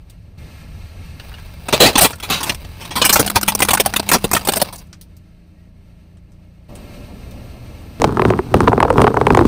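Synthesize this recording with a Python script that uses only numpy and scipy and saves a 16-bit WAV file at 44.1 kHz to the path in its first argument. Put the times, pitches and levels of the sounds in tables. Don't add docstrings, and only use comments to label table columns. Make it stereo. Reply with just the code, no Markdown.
import sys
import numpy as np
from scipy import signal
from scipy.fft import rfft, irfft
from scipy.io import wavfile

SR = 44100
rng = np.random.default_rng(int(sys.argv[2]) if len(sys.argv) > 2 else 0)


def store_wav(level_fs):
    pcm = np.round(np.clip(np.atleast_2d(level_fs), -1, 1) * 32767)
    wavfile.write(sys.argv[1], SR, pcm.T.astype(np.int16))


N = 417627

# t/s, level/dB, shell pitch f/Hz, brightness/dB, fading length/ms
CRACKS = [(1.684, -7.5, 800, -2, 8.9), (1.726, 2, 517, -6, 4.3), (1.732, 3, 598, -6.5, 13.3),
          (1.803, 15.5, 550, -3, 27.6), (1.8296, -5.5, 448, -23.5, 32), (1.858, 10.5, 830, -7, 13.8),
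          (1.897, -15, 920, -8, 9.6), (1.955, 5, 900, -30, 4), (1.968, -4.5, 1180, -20, 47),
          (1.98, 15.5, 904, 2.5, 6.5), (2.0095, 9, 725, 6, 21.4), (2.0248, -9.5, 680, 14.5, 14.3),
          (2.0449, 10.5, 910, -1, 10), (2.1296, -18.5, 1400, -22, 9.2), (2.1991, -16.5, 1050, -2, 5.3),
          (2.226, -8.5, 1410, -4, 21), (2.2988, -0.5, 1110, -3.5, 11), (2.3096, -3.5, 1350, -9, 45),
          (2.404, -8.5, 1000, -1.5, 13.5), (2.43, -7, 1120, 3.5, 9.8), (2.459, -12.5, 810, 1, 35),
          (2.4939, 0, 1500, -10.5, 7.1), (2.518, -15, 830, -4, 6.4), (2.545, -28, 1500, 15, 3.5),
          (2.646, -24.5, 1020, -7, 7.2), (2.805, -18, 1010, -3.5, 34), (2.85, -16.5, 1036, -1, 9.5),
          (2.907, -13.5, 960, -19, 18), (2.9543, -2.5, 1060, -1, 26), (3.016, 7, 1060, -15.5, 10.4),
          (3.0418, -3.5, 1460, -10, 8), (3.0495, 7.5, 1160, 6, 10), (3.0936, 11.5, 1290, 1.5, 6.7),
          (3.1265, 4, 1230, 11, 10), (3.157, 8, 880, -2, 10), (3.195, 5, 330, 7.5, 7.7),
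          (3.2623, -6, 780, 7.5, 5.8), (3.2764, -2, 1410, -2, 2.7), (3.299, -6, 1200, 5, 3.1),
          (3.3135, -14.5, 813, -1, 2.6), (3.3574, 10.5, 810, 1, 9.3), (3.412, -11.5, 1410, 7.5, 3.6),
          (3.4302, 1.5, 1470, 5, 4), (3.4795, 7.5, 870, 3.5, 10.5), (3.52, -8, 900, -9.5, 4.4),
          (3.55, -3, 610, 12.5, 3.3), (3.59, -10.5, 1520, 7, 4), (3.6032, 5.5, 1010, 2, 2.9),
          (3.6206, 9.5, 600, 1, 7.2), (3.6473, -4.5, 1000, 5.5, 7.5), (3.686, 7, 1100, -2, 5.4),
          (3.706, 6.5, 1030, 3, 6.4), (3.733, 7.5, 760, 4.5, 5.2), (3.748, 1.5, 900, 2.5, 3.8),
          (3.7728, -0.5, 1504, -15, 3.9), (3.799, 11, 580, 0.5, 6.4), (3.85, -17, 1000, -1.5, 4.9),
          (3.8599, 1.5, 636, 5, 3.2), (3.9378, -3, 1570, -2.5, 2.3), (3.9609, 5, 1080, 1.5, 7.9),
          (3.996, -3, 684, -5, 3.8), (4.064, -26.5, 900, 0, 11), (4.09, 3, 1654, 3.5, 1.6),
          (4.098, -7, 950, 6, 2.5), (4.115, 7, 616, 2, 5.5), (4.132, 9, 894, 3.5, 7.8),
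          (4.144, 2.5, 376, -6, 10.2), (4.2412, -1.5, 360, 3.5, 7.8), (4.3138, -1, 1140, 5.5, 1.6),
          (4.333, 6.5, 587, 3.5, 3.8), (4.3478, 1.5, 645, 2, 4.6), (4.364, 3.5, 1190, -1, 7),
          (4.41, -21, 573, -9.5, 5.1), (4.4495, -12.5, 1090, 7, 9.1), (4.4722, -3, 665, 3.5, 4.6),
          (4.4861, 5.5, 517, 2, 6.9), (4.5222, -9.5, 935, 7.5, 1.6), (4.536, 5, 720, 1, 0.6),
          (4.558, -10, 616, 10, 6.7), (4.567, -6, 667, 6, 7.2), (4.6037, -17, 810, 2, 11),
          (4.6153, 4, 527, 3.5, 5.5), (4.6673, -32, 577, -25, 8.1), (4.7254, -20.5, 880, 5.5, 12),
          (4.69, -29, 900, -22, 8.7), (4.757, -31, 970, 14.5, 4.4), (4.778, -38.5, 1000, 19.5, 11)]
# f/Hz, width/Hz, level/dB
MOULDING_MODES = [(1489, 200, 0), (2209, 170, 1), (2678, 140, 3), (3870, 160, 2), (4766, 200, 1)]
# t/s, level/dB
GRIND = [(1.18, -48.5), (1.66, -50), (1.7, -25.5), (2.08, -34), (2.19, -71), (2.3, -25.5), (2.55, -46),
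         (2.75, -48.5), (3.2, -26), (3.35, -38.5), (4.3, -39), (4.5, -31.5), (4.75, -39.5), (4.85, -56)]
# t/s, peak level/dB, ring f/Hz, fading length/ms
TOUCHES = [(1.196, -20, 2800, 10), (1.316, -30, 1450, 14), (1.338, -24, 2750, 10), (1.381, -29, 1620, 12)]
# t/s, level/dB, base pitch f/Hz, treble tick against the snap/dB
SNAPS = [(8.018, -7, 660, 7.5), (8.042, 1, 475, 0.5), (8.092, -20, 660, -8), (8.171, -11, 630, -12),
         (8.195, -2.5, 659, -12), (8.219, -6.5, 1066, -5), (8.251, -5.5, 1110, -9),
         (8.303, -4.5, 774, -7.5), (8.324, -24, 990, -25), (8.336, -16.5, 1025, -21), (8.39, -11, 906, -10),
         (8.541, 2.5, 504, 0.5), (8.571, -22, 617, 1), (8.605, -3, 1080, -1), (8.645, -26, 830, -24),
         (8.675, -2, 707, -24), (8.68, -3.5, 844, -6), (8.719, -11, 600, -15), (8.73, -6, 770, -14),
         (8.778, -5.5, 490, -14), (8.803, 1, 945, -7), (8.827, 1.5, 512, -9), (8.85, -8.5, 480, -10),
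         (8.88, -11.5, 584, -9), (8.903, 0, 611, -10), (8.928, -22.5, 503, 7.5), (8.958, -13, 526, -25),
         (8.981, -5, 917, -6), (8.994, -6, 500, -27.5), (9.003, -8, 610, -10), (9.017, -3.5, 1030, 4.5),
         (9.042, -1, 480, -15), (9.068, -2, 472.5, -21.5), (9.076, -2.5, 625, -10), (9.105, -15, 505, -12),
         (9.117, -19, 600, -22), (9.142, -10, 594, -7), (9.166, -16, 700, -25), (9.17, -2, 800, -16),
         (9.213, -1.5, 645, -16), (9.268, 0.5, 954, -7), (9.304, -1.5, 920, -21), (9.348, -2.5, 890, -3),
         (9.372, 3.5, 560, -10), (9.391, -4.5, 890, -18), (9.411, -7, 586, -17), (9.422, -15, 806, -15),
         (9.451, -11.5, 480, -15)]
# t/s, f/Hz
PINCH = [(8.0, 462), (8.06, 444), (8.18, 366), (8.65, 362), (8.68, 434), (8.81, 369), (8.9, 537),
         (8.99, 376), (9.08, 436), (9.3, 388), (9.47, 298)]
# f/Hz, width/Hz, typical level/dB
TYRE_MODES = [(112, 25, -1.5), (235, 80, -3)]
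# t/s, thud level/dB
CRUMBS = [(8.0, -21), (8.05, -7.5), (8.11, -18), (8.17, -16.5), (8.33, -15.5), (8.42, -26), (8.53, -25),
          (8.56, -10), (8.78, -22), (8.92, -20), (9.02, -10.5), (9.13, -22.5), (9.29, -11.5), (9.47, -13.5)]
# t/s, peak level/dB, centre f/Hz
TICKS = [(.098, -31.5, 7400), (4.928, -23.5, 3330), (5.012, -19.5, 7950), (5.167, -30.5, 8000),
         (6.17, -41, 3544), (6.319, -41, 5050), (6.753, -23, 6950), (7.31, -26.5, 9000)]
# t/s, left port above right/dB, lead of the left port/ms
WHEEL_PLACE = [(0, -7, 0.27), (4.8, -0.5, 0.2), (7.9, -3, 0.03), (9.47, 6, 0.13)]
# start t/s, fade into it/s, rumble level/dB, hum level/dB, hiss level/dB, firing f/Hz, engine orders level/dB
STRETCHES = [(0, 0.012, -40.5, -53.5, -61.5, 19, -51), (.37, 0.014, -36.5, -46, -48.5, 24.6, -46.5),
             (4.5, 0.52, -48, -56.5, -64, 28.8, -48), (6.68, 0.016, -38.5, -38.5, -49, 20.2, -43.5)]
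ORDER_LEVELS = [-3, -.5, 1.5, -5, -8, -2, -12, -12]
# t/s, f/Hz, level/dB
DRONE = [(2.9, 185, -36.5), (3.2, 202.4, -28.5), (4.6, 198.3, -37), (4.9, 195.4, -54.5), (6.68, 194.6, -62)]
# f/Hz, width/Hz, level/dB, start t/s, end t/s
WHINE = [(13600, 2500, -62, 6.69, 9.47), (8640, 50, -74, 6.69, 9.47), (12941, 12, -66, 6.69, 9.47),
         (1895, 10, -66, 5.57, 5.68), (587, 2.5, -52, 6.69, 9.47), (310, 14, -59, 4.6, 6.68),
         (636, 8, -67, .38, 6.68), (400, 6, -68, 4.6, 6.68)]
# f/Hz, relative level per Hz/dB
RUMBLE = [(12, -41.5), (20, 0), (92, 6.5), (140, -9), (156, -1.5), (176, -2), (200, -35), (260, -57)]
# f/Hz, relative level per Hz/dB
HUM = [(71, -50), (120, 4), (151, -14.5), (194, -2.5), (400, -13), (571, -12.5), (617, -13.5),
       (1200, -24.5), (1560, -71)]
# f/Hz, relative level per Hz/dB
HISS = [(410, -46), (700, -19), (1130, -17.5), (1240, -14), (2690, -15), (3190, -19), (4240, -19),
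        (7220, -25.5), (8880, -25), (11400, -30), (13400, -25.5), (15500, -37)]
# f/Hz, relative level per Hz/dB
FAR_HISS = [(350, -32), (600, 5.5), (647, -5.5), (821, -15.5), (2100, -10.5), (12000, -44.5),
            (15600, -82.5)]
# f/Hz, likeness (1 = the same)
LIKENESS = [(60, 0.96), (240, 0.88), (950, 0.016), (3770, 0.0381), (15000, 0.1)]
# f/Hz, width/Hz, level/dB
OVERALL_TONE = [(7300, 3400, -7), (8380, 1300, 5.5), (11580, 2400, -39)]

SHELL_DB, SHELL_DB_PER_OCTAVE, SHELL_YIELDS, SHELL_THINS = -4, -4.5, .12, .15
SHELL_SAG, SHELL_SAG_MS, SHELL_WIDTH_HZ = 0.084, 5, 260
SWELL_SHARE, SWELL_FROM, TAIL_POWER = .4, 0.55, 1.2
FADE_IN_DB, FADE_IN_MS = -27.5, 4
SPLINTER_DB, SPLINTER_FOLLOWS = -12.5, 0.77
KNOCK_DB, KNOCK_FOLLOWS = 0.5, 0.48
PINCH_WIDTH_HZ, PINCH_DB = 49, 7.5
CRUNCH_DB = -14.5
FAR_DB = -66
STOP_HZ = 16000


def cracks():
    out = np.zeros((2, N))
    ms = np.arange(-SR // 50, SR // 6) / SR * 1000
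    for s, level_db, shell_hz, treble_db, length in CRACKS:
        shell_db = SHELL_DB + SHELL_DB_PER_OCTAVE * np.log2(shell_hz / 700)
        shell_db -= SHELL_YIELDS * level_db + SHELL_THINS * treble_db
        rise = SWELL_SHARE * length
        swell = SWELL_FROM + (1 - SWELL_FROM) * np.minimum(ms / rise, 1)
        shape = swell * np.exp(-(np.maximum(ms - rise, 0) / length) ** TAIL_POWER)
        fade_in = min(amp(FADE_IN_DB + level_db), .14) * np.exp(ms / FADE_IN_MS)
        shape = np.where(ms < 0, fade_in, shape)
        bursts = np.abs(band(grains(len(ms), per_s=240, spread_db=9.0), 19, 200))
        chips = (ms > 0) * amp(-8.5) * peak_one(bursts) * np.exp(-ms / 60)
        swarm = pair(len(ms), per_s=9000, spread_db=3.5, apart=0.5) * (shape + chips)
        common = swarm.mean(axis=0)
        pitch_hz = shell_hz * (1 + SHELL_SAG * np.exp(-np.abs(ms) / SHELL_SAG_MS))
        shell = glide(common, pitch_hz, SHELL_WIDTH_HZ)
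        shell += 0.5 * band(common, 200, 1400) + 0.48 * band(common, 60, 420)
        sound = plastic_ring(swarm, treble_db, rng.uniform(0.82, 1.2)) + amp(shell_db) * peak_one(shell)
        sound = echoes(sound, count=3, echo_db=-9, longest_ms=6)
        add(out, s + ms[0] / 1000, amp(level_db) * sound)
    return out


def plastic_ring(x, treble_db, size=1):
    broad = peak_one(band(x, 640, 6850)) + amp(treble_db) * peak_one(band(x, 5000, 14000))
    return broad + sum(amp(db) * resonate(broad, hz / size, width) for hz, width, db in MOULDING_MODES)


def grind():
    body_db, = in_time(GRIND, -120)
    splinter_db = np.minimum(SPLINTER_DB + (SPLINTER_FOLLOWS - 1) * body_db, 12)
    rasp = pair(N, per_s=1800, spread_db=4, apart=.4) * amp(6 * drift(100))
    common = rasp.mean(axis=0)
    body = rms_one(band(common, 250, 1200)) + amp(-5) * rms_one(band(common, 35, 180))
    mouldings = 1.1 * rms_one(plastic_ring(rasp, treble_db=-33.0))
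    splinters = rms_one(band(rasp, 5700, 17000))
    return amp(body_db) * (body + mouldings + amp(splinter_db) * splinters)


def touches():
    out, ms = np.zeros((2, N)), np.arange(SR // 12) / SR * 1000
    for s, peak_db, hz, length in TOUCHES:
        rub = pair(len(ms), per_s=3300, spread_db=2.5, apart=1.0)
        rub = rub * np.minimum(ms / 3, 1) * np.exp(-ms / length)
        ring = resonate(rub, hz, 260) + amp(-4) * resonate(rub, .6 * hz, 160)
        ring += amp(-21) * band(rub, 500, 3500)
        add(out, s, amp(peak_db) * peak_one(ring))
    return out


def snaps():
    out, t = np.zeros((2, N)), np.arange(SR // 8) / SR
    for s, level_db, snap_hz, treble_db in SNAPS:
        knock_db = KNOCK_DB + (KNOCK_FOLLOWS - 1) * level_db
        hz = snap_hz * (0.888 + 2.76 * np.exp(-t / 0.000863))
        sweep = np.sin(2 * np.pi * (np.cumsum(hz) / SR + rng.random()))
        sweep *= (1 - np.exp(-t / .0004)) * np.exp(-(t / .0045) ** 2)
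        dust = pair(len(t), per_s=3400, spread_db=4.5, apart=0.2)
        blow = dust * amp(-60 * t / 0.012)
        ball = peak_one(resonate(blow, np.interp(s, *np.transpose(PINCH)), PINCH_WIDTH_HZ))
        tail = peak_one(band(dust * amp(-60 * t / 0.15), 41, 810))
        knock = amp(PINCH_DB) * ball + peak_one(tyre(blow)) + 1.2 * tail
        knock = peak_one(band(knock, 39, 890))
        tick = peak_one(band(dust * amp(-60 * t / 0.015), 1500, 9000))
        crumble = band(band(dust * amp(-60 * t / 0.016), 460, 1070), 376, 1300)
        sound = sweep + amp(4.5) * peak_one(crumble) + amp(knock_db) * knock + amp(treble_db) * tick
        add(out, s, amp(level_db) * sound)
    return out


def tyre(x):
    return sum(amp(db + 1.9 * rng.normal()) * resonate(x, hz, width) for hz, width, db in TYRE_MODES)


def crumbs():
    thud_db, = in_time(CRUMBS, -120)
    lumps = pair(N, per_s=600, spread_db=3, apart=.25) * amp(3 * drift(50))
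    powder = pair(N, per_s=1500, spread_db=5.0, apart=.4) * amp(6.4 * drift(40))
    crunch = rms_one(band(band(lumps, 260, 1100), 220, 2100))
    crunch += amp(-22.0) * rms_one(band(powder, 1400, 7000))
    thud = rms_one(band(0.64 * band(lumps, 40, 330) + tyre(lumps), 36, 540))
    groan = rms_one(glide(lumps, in_time(PINCH)[0], PINCH_WIDTH_HZ))
    return amp(thud_db) * (thud + amp(-7.0) * groan + amp(CRUNCH_DB) * crunch)


def ticks():
    out, t = np.zeros((2, N)), np.arange(SR // 12) / SR
    for s, peak_db, centre_hz in TICKS:
        burst = pair(len(t), per_s=2500, spread_db=0.5, apart=0.58) * amp(-60 * t / 0.087)
        tick = band(burst, centre_hz / 3, 2 * centre_hz)
        add(out, s, amp(peak_db) * peak_one(tick))
    return out


def car():
    rumble_db, hum_db, hiss_db, firing_hz, orders_db = stretches()
    out = amp(rumble_db) * coloured(RUMBLE, patchy_db=-1.5)
    out += amp(hum_db) * coloured(HUM, patchy_db=-2.0)
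    hiss = echoes(coloured(HISS, patchy_db=1.5), count=5, echo_db=-5.5, longest_ms=8.3)
    out += amp(hiss_db) * hiss + amp(FAR_DB) * coloured(FAR_HISS, patchy_db=0.0)
    t = np.arange(N) / SR
    for hz, width_hz, level_db, start, end in WHINE:
        tone = rms_one(resonate(rng.standard_normal((2, N)), hz, width_hz))
        out += amp(level_db) * tone * (t > start) * (t < end)
    drone_hz, drone_db = in_time(DRONE)[0], in_time(DRONE, -120)[1]
    out += amp(drone_db + 2 * drift(23)) * np.sin(2 * np.pi * np.cumsum(drone_hz) / SR)
    turns = np.cumsum(firing_hz * (1 + .006 * drift(4))) / SR
    for multiple, order_db in enumerate(ORDER_LEVELS, 1):
        tone = np.sin(2 * np.pi * (multiple * turns + rng.random()))
        out += amp(orders_db + order_db + 2.5 * drift(8)) * tone
    return out


def stretches():
    corners = []
    for (_, _, *old), (s, fade, *new) in zip(STRETCHES[:1] + STRETCHES, STRETCHES):
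        corners += [(s, *old), (s + fade, *new)]
    return in_time(corners)


def coloured(spectrum, patchy_db):
    log_hz = np.log(np.fft.rfftfreq(N, 1 / SR) + 1)
    table_hz, table_db = np.transpose(spectrum)
    gain = amp(np.interp(log_hz, np.log(table_hz), table_db, -90, -90))
    table_hz, likeness = np.transpose(LIKENESS)
    alike = np.clip(np.interp(log_hz, np.log(table_hz), likeness), -.99, .99)
    mid, side = rfft(rng.standard_normal((2, N)))
    both = np.sqrt(1 + alike) * mid + np.sqrt(1 - alike) * side * [[1], [-1]]
    return rms_one(irfft(gain * both, N)) * amp(patchy_db * drift(18))


def echoes(x, count, echo_db, longest_ms):
    out = x.copy()
    for lag in (rng.uniform(.1, 1, count) * longest_ms * SR / 1000).astype(int):
        out[..., lag:] += amp(echo_db) * rng.choice([-1, 1]) * x[..., :-lag]
    return out


def add(out, s, sound):
    times, pans_db, leads_ms = np.transpose(WHEEL_PLACE)
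    aside = rng.normal(0, 1, 2)
    pan_db = np.interp(s, times, pans_db) + 2 * aside[0]
    lead_ms = np.interp(s, times, leads_ms) * (1 + 0.32 * aside[1])
    lag = max(round(lead_ms * SR / 1000), 0)
    sound = sound * amp([[pan_db / 2], [-pan_db / 2]])
    for port, i in enumerate([round(s * SR), round(s * SR) + lag]):
        out[port, i:i + sound.shape[1]] += sound[port, :N - i]


def pair(size, per_s, spread_db, apart):
    alone = np.array([grains(size, per_s, spread_db) for port in "LR"])
    return grains(size, per_s, spread_db) + apart * alone


def grains(size, per_s, spread_db):
    sizes = amp(spread_db * np.minimum(rng.exponential(1, size), 5)) * rng.choice([-1, 1], size)
    clicks = sizes * (rng.random(size) < per_s / SR)
    return rms_one(clicks + 1e-3 * rng.standard_normal(size))


def drift(rate):
    knots = rng.standard_normal(N // 200)
    return np.interp(np.arange(N) * rate / SR, np.arange(len(knots)), knots)


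def resonate(x, hz, width_hz):
    r = np.exp(-np.pi * width_hz / SR)
    feedback = [1, -2 * r * np.cos(2 * np.pi * hz / SR), r * r]
    return signal.lfilter(np.array([1, 0, -1]) * (1 - r * r) / 2, feedback, x)


def glide(x, hz, width_hz):
    r, turn = np.exp(-np.pi * width_hz / SR), np.exp(2j * np.pi * np.cumsum(hz) / SR)
    return 2 * np.real(turn * signal.lfilter([1 - r], [1, -r], x / turn))


def band(x, low_hz, high_hz):
    edges = [low_hz, min(high_hz, .45 * SR)]
    return signal.sosfilt(signal.butter(2, edges, "band", fs=SR, output="sos"), x)


def in_time(rows, outside=None):
    s, *columns = np.transpose(rows)
    return [np.interp(np.arange(N) / SR, s, c, outside, outside) for c in columns]


def amp(db):
    return 10 ** (np.asarray(db) / 20)


def rms_one(x):
    return x / np.sqrt(np.mean(x ** 2) + 1e-20)


def peak_one(x):
    return x / np.max(np.abs(x))


def scene():
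    return car() + touches() + cracks() + grind() + ticks() + snaps() + crumbs()


def record(dry):
    for hz, width_hz, level_db in OVERALL_TONE:
        dry = dry - (1 - amp(level_db)) * resonate(dry, hz, width_hz)
    flat = dry / (1 + np.abs(dry / .98) ** 8) ** (1 / 8)
    top_cut = signal.cheby2(16, 50, STOP_HZ, fs=SR, output="sos")
    return np.clip(signal.sosfilt(top_cut, flat), -1, 1)


dry = scene()
out = record(dry)
store_wav(out)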